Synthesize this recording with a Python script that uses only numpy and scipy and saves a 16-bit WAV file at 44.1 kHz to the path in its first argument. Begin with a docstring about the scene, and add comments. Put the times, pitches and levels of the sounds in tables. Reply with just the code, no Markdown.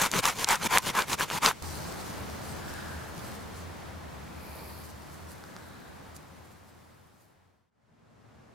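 """Dry bark rasps to and fro on a log, scrubbed by two fists four times a second, and strands snap.
Stick-slip friction excites the wood and the fibres; each fracture radiates a short pulse.
The scene changes abruptly: hands tease the loosened fibres apart in a fine crackle under a distant roar,
like an aircraft drawing away. This fades out, and the quiet forest fades in with a faint far hum."""
import sys
import numpy as np
from scipy import signal
from scipy.fft import rfft, irfft, next_fast_len
from scipy.io import wavfile
from scipy.ndimage import map_coordinates

SR = 44100
rng = np.random.default_rng(int(sys.argv[2]) if len(sys.argv) > 2 else 0)


def master_out(mix):
    """Clip the mix to full scale and print it as 16-bit PCM to the path in sys.argv[1]."""
    frames = np.transpose(np.atleast_2d(mix))
    ceiling = np.clip(frames, -1, 1)
    pcm = np.round(ceiling * 32767).astype(np.int16)
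    wavfile.write(sys.argv[1], SR, pcm)


N = 376613
TEASING_START_S, STILLNESS_START_S = 1.621, 7.702

# Spectra of the noise sources. Each row: frequency in Hz, relative spectral density in dB.
FOREST_SPECTRUM = [(24, -36), (45, -12), (75, 0), (194, -0.5), (276, -5), (770, -11), (2000, -14.5),
                   (3000, -18), (7000, -21), (16000, -32.5)]
STILL_AIR_SPECTRUM = [(18, -62), (30, -32), (60, -11), (112, -5), (165, -10), (266, -10.5), (328, -16),
                      (449, -13), (512, -16), (632, -16), (1040, -19.5), (1600, -23), (3000, -33),
                      (7000, -39), (16000, -54.5)]
RUMBLE_SPECTRUM = [(13, -50), (22, -28), (32, -26.5), (61, -7), (76, -5.5), (114, -4), (178, -3),
                   (304, -9.5), (500, -14.5), (650, -37), (1100, -120)]
RUSH_SPECTRUM = [(180, -16), (300, -6), (337, -6), (425, -8), (519, -4), (565, -4.5), (614, -4), (814, -4),
                 (978, -5), (1900, -11.5), (2700, -17.5), (4670, -21), (15200, -33), (16000, -33)]
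FIBRE_SPECTRUM = [(1650, -14), (2800, -9.5), (3310, -9), (4150, 0.5), (9130, -2), (15200, -7), (16000, -20)]
THUD_SPECTRUM = [(26, -42.5), (45, -18.5), (70, -4), (172, 4.5), (317, -1), (480, 0.5), (700, -6.5),
                 (910, -29.5), (1540, -120)]
LOG_SPECTRUM = [(260, -40), (450, -9.5), (621, -12), (1000, -0.5), (1200, -5.5), (1340, -5.5), (1620, -6.5),
                (1780, -9.5), (2060, -8.5), (2350, -8), (2820, -18), (3600, -15), (4680, -44.5),
                (7920, -120)]
RASP_SPECTRUM = [(1530, -32), (2600, -4.5), (5350, -6), (6620, -3.5), (8200, -7), (10900, -7.5),
                 (14500, -12.5), (15300, -16.5), (16000, -22)]
# Partials of the far hum. Each row: frequency in Hz, mean level in dB.
HUM_PARTIALS = [(113.0, -73), (226.1, -67)]
# The deep drone in the roar. Each row: time in seconds, pitch in Hz, level in dB relative to the rush.
DRONE_TRACK = [(1.62, 78.2, 0), (1.9, 76.8, -7.5), (2.6, 76, -7), (3.7, 82, -3), (4.3, 76, -5),
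               (5.3, 79, -2.5), (6.2, 85.1, -8), (7.2, 92.1, -5.5)]
# Long soft swells of noise, each in one band. Each row: crest and length in seconds, level in dB, centre and
# width in Hz.
LONG_SWELLS = [(2.8, .6, -56.5, 3600, 2200), (2.821, 0.71, -48, 1580, 500), (4.57, 0.5, -51.5, 700, 700),
               (4.622, 0.65, -54.5, 11800, 5430), (4.647, 0.7, -59.5, 4500, 1200),
               (4.52, 0.63, -59, 2380, 400), (5.67, .8, -58, 1570, 450), (5.75, 0.56, -66, 3930, 700)]
# Loose fibres shifting ever more lightly. Each row: time in seconds, relative level in dB.
RUSTLE_LEVELS = [(1.63, -46.5), (2.05, -50), (2.25, -54), (2.8, -52.5), (3.95, -65.5), (5.1, -59),
                 (6.0, -65.5), (7.28, -63), (7.5, -88)]
# Pulls of the fingers through the wad. Each row: crest and length in seconds, relative level in dB.
FINGER_PULLS = [(2.483, 0.21, -51.5), (3.257, 0.36, -52), (3.57, 0.18, -55), (4.85, .05, -53.5),
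                (4.9, 0.051, -54.5), (5.14, .06, -58.5), (5.307, .08, -52), (5.47, .08, -64),
                (5.678, .07, -62), (6.16, .04, -49), (6.452, .04, -62), (6.52, .05, -60),
                (6.69, .05, -59.5), (7.22, .1, -57.5)]
# Breaking strands. Each row: start in seconds, pulse level in dB, pitch in Hz, knock level in dB.
STRAND_SNAPS = [(0.0616, -13, 3925, -17.5), (0.1155, -10.5, 6175, -37), (0.1383, -13, 1840, -22.5),
                (0.1905, -10.5, 5025, -22), (0.241, -14.5, 2206, -20.5), (0.255, -6, 5574, -14),
                (0.4449, -7, 5250, -31.5), (0.4888, -5, 6110, -17.5), (0.5567, -14.5, 5944, -30.5),
                (0.7738, -3.5, 2060, -11), (0.784, -2, 7850, -27), (1.0219, -15.5, 3920, -30.5),
                (1.1317, -10, 4000, -25.5), (1.209, -16, 1370, -20), (1.3015, -17, 3060, -21),
                (1.3122, -19, 1098, -20.5), (1.4608, -3.5, 4400, -33.5), (1.4618, -5, 3990, -31),
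                (1.4627, -7, 3310, -27.5), (1.4899, -16, 11000, -20.5), (1.512, -18, 1255, -21),
                (2.1407, -30.5, 5000, -36), (4.9018, -40, 5490, -54), (5.1434, -39.5, 7300, -43),
                (5.3178, -34, 9900, -54), (5.439, -33, 4360, -33), (5.565, -32.5, 4920, -31),
                (6.1626, -36.5, 8450, -57)]
# Pushes and pulls in turn. Each row: start, crest and end in seconds, relative levels of thud, log
# and rasp in dB, resonance of the hollow under the hands in Hz.
SCRUB_STROKES = [(-0.06, 0.025, 0.12, -35, -26, -30, 994), (0.072, 0.192, 0.22, -30, -28.5, -30.5, 1084),
                 (0.203, 0.257, 0.37, -43.5, -26.5, -31.5, 1194),
                 (0.297, 0.437, 0.465, -37, -33.5, -35, 1000), (0.443, 0.519, 0.6, -38.5, -22.5, -30, 1053),
                 (0.556, 0.67, 0.68, -33, -30, -34, 996), (0.658, 0.759, 0.82, -34, -21.5, -30, 1060),
                 (0.774, 0.896, 0.93, -36, -34.0, -34.5, 1107),
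                 (0.903, 0.988, 1.074, -36.5, -25.5, -34, 1020), (1.033, 1.139, 1.164, -35, -33, -33, 700),
                 (1.154, 1.219, 1.28, -35.5, -29.5, -34, 1070), (1.213, 1.378, 1.402, -38, -33.5, -38, 865),
                 (1.395, 1.455, 1.554, -34, -23.5, -29.5, 799)]
# Likeness of left and right. Each row: frequency in Hz, coherence from -1 to 1.
NEAR_COHERENCE = [(60, 0.52), (120, 0.44), (240, 0.89), (480, 0.14), (950, 0.79), (1890, 0.97),
                  (3770, 0.94), (7520, 0.72), (15000, 0.26)]
FAR_COHERENCE = [(60, 0.63), (130, 0.42), (290, -0.2), (640, 0.01), (1410, 0.25), (3100, 0.6), (6820, 0.29),
                 (15000, 0.42)]
# Unequal colour of the two microphones. Each row: frequency in Hz, left minus right in dB.
MIC_IMBALANCE = [(60, 0.5), (110, 1.5), (380, 0.5), (700, 0.3), (1290, 1.5), (2380, 0), (4400, 0.9),
                 (8120, -2), (15000, 4)]


def amp(db):
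    """Amplitude grows tenfold for every 20 dB."""
    return 10 ** (np.asarray(db) / 20)


def unit(x):
    """Normalisation to an rms of 1."""
    return x / np.sqrt(np.mean(x ** 2) + 1e-20)


def clock():
    """The time of every sample in seconds."""
    return np.arange(N) / SR


def along(points, hz):
    """Interpolation of (Hz, value) points on a logarithmic frequency axis."""
    knots_hz, values = np.transpose(points)
    return np.interp(np.log(hz + 1), np.log(knots_hz + 1), values)


def curves(rows):
    """Linear interpolation in time of each column after the first."""
    times, *columns = np.transpose(rows)
    return [np.interp(clock(), times, column) for column in columns]


def wobble(rate):
    """Smooth random modulation with rate knots a second."""
    return map_coordinates(rng.standard_normal(int(N * rate / SR) + 4), [clock() * rate])


def filtered(x, response):
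    """Linear filtering multiplies the spectrum by a frequency response."""
    size = next_fast_len(N + 8192)
    return irfft(rfft(x, size) * response(np.fft.rfftfreq(size, 1 / SR)), size)[..., :N]


def placed(pair, spectrum, coherence):
    """Partial coherence: two independent signals are coloured, then added and subtracted; rms 1."""
    def response(hz):
        angle = np.arccos(np.clip(along(coherence, hz), -1, 1)) / 2
        return amp(along(spectrum, hz)) * np.array([np.cos(angle), np.sin(angle)])
    mid, side = filtered(pair, response)
    return unit(np.array([mid + side, mid - side]))


def noise():
    """Two independent channels of white noise."""
    return rng.standard_normal((2, N))


def slips(rate, spread_db, smooth):
    """Stick-slip friction: rate uneven catches a second over a share of smooth sliding noise."""
    size = amp(spread_db * np.clip(rng.standard_normal(N), -2, 2))
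    catches = (rng.random(N) < rate / SR) * size * rng.choice([-1, 1], (2, N))
    return unit(catches) + smooth * noise()


def patchy(pair, depth_db, width_hz, life_s):
    """Short-lived resonances act as a random gain, smooth over width_hz and life_s."""
    spectra = signal.stft(pair, nperseg=512)[2]
    frame_times = np.arange(spectra.shape[2]) * 256 / SR
    hz, t = np.meshgrid(np.fft.rfftfreq(512, 1 / SR), frame_times, indexing="ij")
    field = map_coordinates(rng.standard_normal((200, 600)), [hz / width_hz, t / life_s], mode="wrap")
    return signal.istft(spectra * amp(depth_db * field), nperseg=512)[1][:, :N]


def gesture(crest, length, rise=.45):
    """A finger accelerates for the share rise of its movement, crests at speed 1 and slows."""
    times = [crest - rise * length, crest, crest + (1 - rise) * length]
    return np.sin(np.pi * np.interp(clock(), times, [0, .5, 1]))


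def forest():
    """Forest air is stationary noise, strongest in the bass."""
    return amp(-47) * placed(noise(), FOREST_SPECTRUM, FAR_COHERENCE)


def stillness():
    """Stiller air carries a far hum: two partials, slowly modulated in amplitude and phase."""
    drift = .5 * wobble(6.2)
    hum = sum(amp(db + 2.5 * wobble(4)) * np.sqrt(2) * np.sin(2 * np.pi * hz * clock() + drift)
              for hz, db in HUM_PARTIALS)
    return amp(-55.5) * placed(noise(), STILL_AIR_SPECTRUM, FAR_COHERENCE) + hum


def roar(nearest_s=2.015, pass_s=1.5):
    """Spherical spreading: a far engine's sound falls inversely with distance and wavers in the air."""
    hz, drone_db = curves(DRONE_TRACK)
    distance = np.hypot(1, (clock() - nearest_s) / pass_s)  # in multiples of the nearest distance
    rush = placed(noise(), RUSH_SPECTRUM, FAR_COHERENCE)
    rumble = amp(-.45) * placed(noise(), RUMBLE_SPECTRUM, FAR_COHERENCE)
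    phase = 2 * np.pi * np.cumsum(hz) / SR
    mid, side = (unit(wobble(18) * np.sin(phase) + wobble(18) * np.cos(phase)) for _ in range(2))
    drone = amp(drone_db) * (mid + .4 * side * np.array([[1], [-1]]))
    return amp(-42 + .5 * wobble(7)) / distance * (rush + rumble + drone)


def long_swells():
    """Band-limited noise: long soft swells rise and fall beneath the crackle, each gathered in one band."""
    out = np.zeros((2, N))
    for crest, length, db, centre_hz, width_hz in LONG_SWELLS:
        catches = slips(rate=600, spread_db=3, smooth=.82)
        mid, side = filtered(catches, lambda hz: 1 / (1 + np.abs(2 * (hz - centre_hz) / width_hz) ** 2.6))
        out += amp(db) * gesture(crest, length) * unit(np.array([mid + .65 * side, mid - .65 * side]))
    return out


def teasing(thin_hz=6500, thin_db_per_s=1.5, neutral_s=3.1):
    """Incoherent sources add in power: brushing fibres crackle more with each pull; stray ones flick."""
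    rustle_db, = curves(RUSTLE_LEVELS)
    pull_power = sum((amp(db) * gesture(crest, length)) ** 2 for crest, length, db in FINGER_PULLS)
    envelope = np.sqrt(amp(rustle_db) ** 2 + pull_power)
    friction = patchy(slips(rate=1300, spread_db=2.5, smooth=1), depth_db=2, width_hz=500, life_s=.04)
    crackle = placed(friction, FIBRE_SPECTRUM, FAR_COHERENCE)
    flicks = amp(-12.5) * placed(slips(rate=14, spread_db=4.5, smooth=0), FIBRE_SPECTRUM, FAR_COHERENCE)
    rustle = envelope * amp(1.1 * wobble(26)) * (crackle + flicks)
    # As the wad loosens, finer fibres are left and the lower band dies away.
    low_band = filtered(rustle, lambda hz: 1 / (1 + (hz / thin_hz) ** 4))
    low_gain = amp(-thin_db_per_s * (clock() - neutral_s))
    return rustle + low_band * (low_gain - 1)


def grit(rate, centre_hz, spread_db, decay_cycles=5):
    """Damped vibration: each crumb of bark ticks for a few cycles at its own pitch and place."""
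    t = np.arange(SR // 200) / SR
    when, pitch, size, pan = rng.random((int(rate * TEASING_START_S), 4)).T
    hz = centre_hz * 2 ** (2 * pitch[:, None] - 1)
    level_db = -60 * t * hz / decay_cycles - spread_db * np.log(size[:, None] + .055)
    ticks = np.sin(2 * np.pi * hz * t) * amp(level_db)
    onsets = (when * TEASING_START_S * SR).astype(int)
    samples = (onsets[:, None] + np.arange(len(t))).ravel()
    pair = [np.bincount(samples, (ticks * (.5 + share[:, None])).ravel(), N)[:N]
            for share in (pan, 1 - pan)]
    return unit(np.array(pair))


def snaps(rise_cycles=.36, splinter_t60_s=.009, knock_hz=1400, knock_t60_s=.0065):
    """Brittle fracture: a strand kicks for about one cycle and knocks the wood; splinters crackle."""
    t = np.arange(SR // 40) / SR
    out = np.zeros((2, N + SR))
    knock = np.sin(2 * np.pi * knock_hz * t) * amp(-60 * t / knock_t60_s)
    for start, db, hz, knock_db in STRAND_SNAPS:
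        age = t * hz / rise_cycles
        pulse = np.sin(2 * np.pi * hz * t) * age * np.exp(1 - age)
        band = signal.butter(1, np.clip([hz / 2, hz * 1.4], 100, SR * .45), "band", fs=SR)
        mid, side = signal.lfilter(*band, rng.standard_normal((2, len(t))))
        splinters = unit(np.array([mid + .43 * side, mid - .4 * side]))
        splinters *= amp(-14 - 60 * t / splinter_t60_s)
        out[:, round(start * SR):][:, :len(t)] += amp(db) * (pulse + splinters) + amp(knock_db) * knock
    # The snaps carry no deep bass.
    return signal.lfilter(*signal.butter(1, 350, "high", fs=SR), out[:, :N])


def scrubbing(depth_db=25, steepness=1.6, hollow_q=3.5):
    """Forced vibration: friction thuds on the log, drives it near 1 kHz and rasps, rising with speed."""
    span = 2 * SR
    t = clock()[:span]
    thud = amp([[0], [-4]]) * placed(noise(), THUD_SPECTRUM, NEAR_COHERENCE)  # to the listener's left
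    on_log = patchy(slips(rate=3000, spread_db=4.5, smooth=.75), depth_db=2.5, width_hz=200, life_s=.04)
    log = placed(on_log, LOG_SPECTRUM, NEAR_COHERENCE)[:, :span]
    on_bark = patchy(slips(rate=4000, spread_db=7.5, smooth=.83), depth_db=3, width_hz=380, life_s=.02)
    rasp = amp(1) * placed(on_bark, RASP_SPECTRUM, NEAR_COHERENCE)
    rasp += amp(-9.5) * grit(rate=600, centre_hz=3400, spread_db=3)
    out = np.zeros((2, N))
    for start, crest, end, thud_db, log_db, rasp_db, hollow_hz in SCRUB_STROKES:
        speed = np.sin(np.pi * np.interp(t, [start, crest, end], [0, .5, 1])) ** 2
        swell = amp(-depth_db * (1 - speed) ** steepness) - amp(-depth_db)
        # The hollow between fists and log changes shape with every stroke.
        hollow = signal.lfilter(*signal.iirpeak(hollow_hz, hollow_q, SR), log)
        wood = unit(log + amp(-11) * hollow)
        stroke = amp(thud_db) * thud[:, :span] + amp(log_db) * wood + amp(rasp_db) * rasp[:, :span]
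        out[:, :span] += swell * stroke
    # The wad judders over the ridges of the log.
    return out * amp(1.3 * wobble(130))


def scene(fade_out_s=1.72, fade_in_s=.72, floor=.035):
    """Superposition in three scenes: scrubbing, abruptly teasing, then linear fades into stillness."""
    t = clock()
    while_teasing = (t > TEASING_START_S) & (t < STILLNESS_START_S)
    fade_out = while_teasing * np.clip(floor + (STILLNESS_START_S - t) / fade_out_s, 0, 1)
    fade_in = (t >= STILLNESS_START_S) * np.clip(floor + (t - STILLNESS_START_S) / fade_in_s, 0, 1)
    return (scrubbing() + snaps() + (t <= TEASING_START_S) * forest()
            + fade_out * (teasing() + long_swells() + roar())
            + fade_in * stillness())


def record(dry):
    """Two microphones differ a little in frequency response and pass nothing above 16 kHz."""
    return filtered(dry, lambda hz: amp(along(MIC_IMBALANCE, hz) * np.array([[.5], [-.5]])) * (hz < 16000))


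dry = scene()
out = record(dry)
master_out(out)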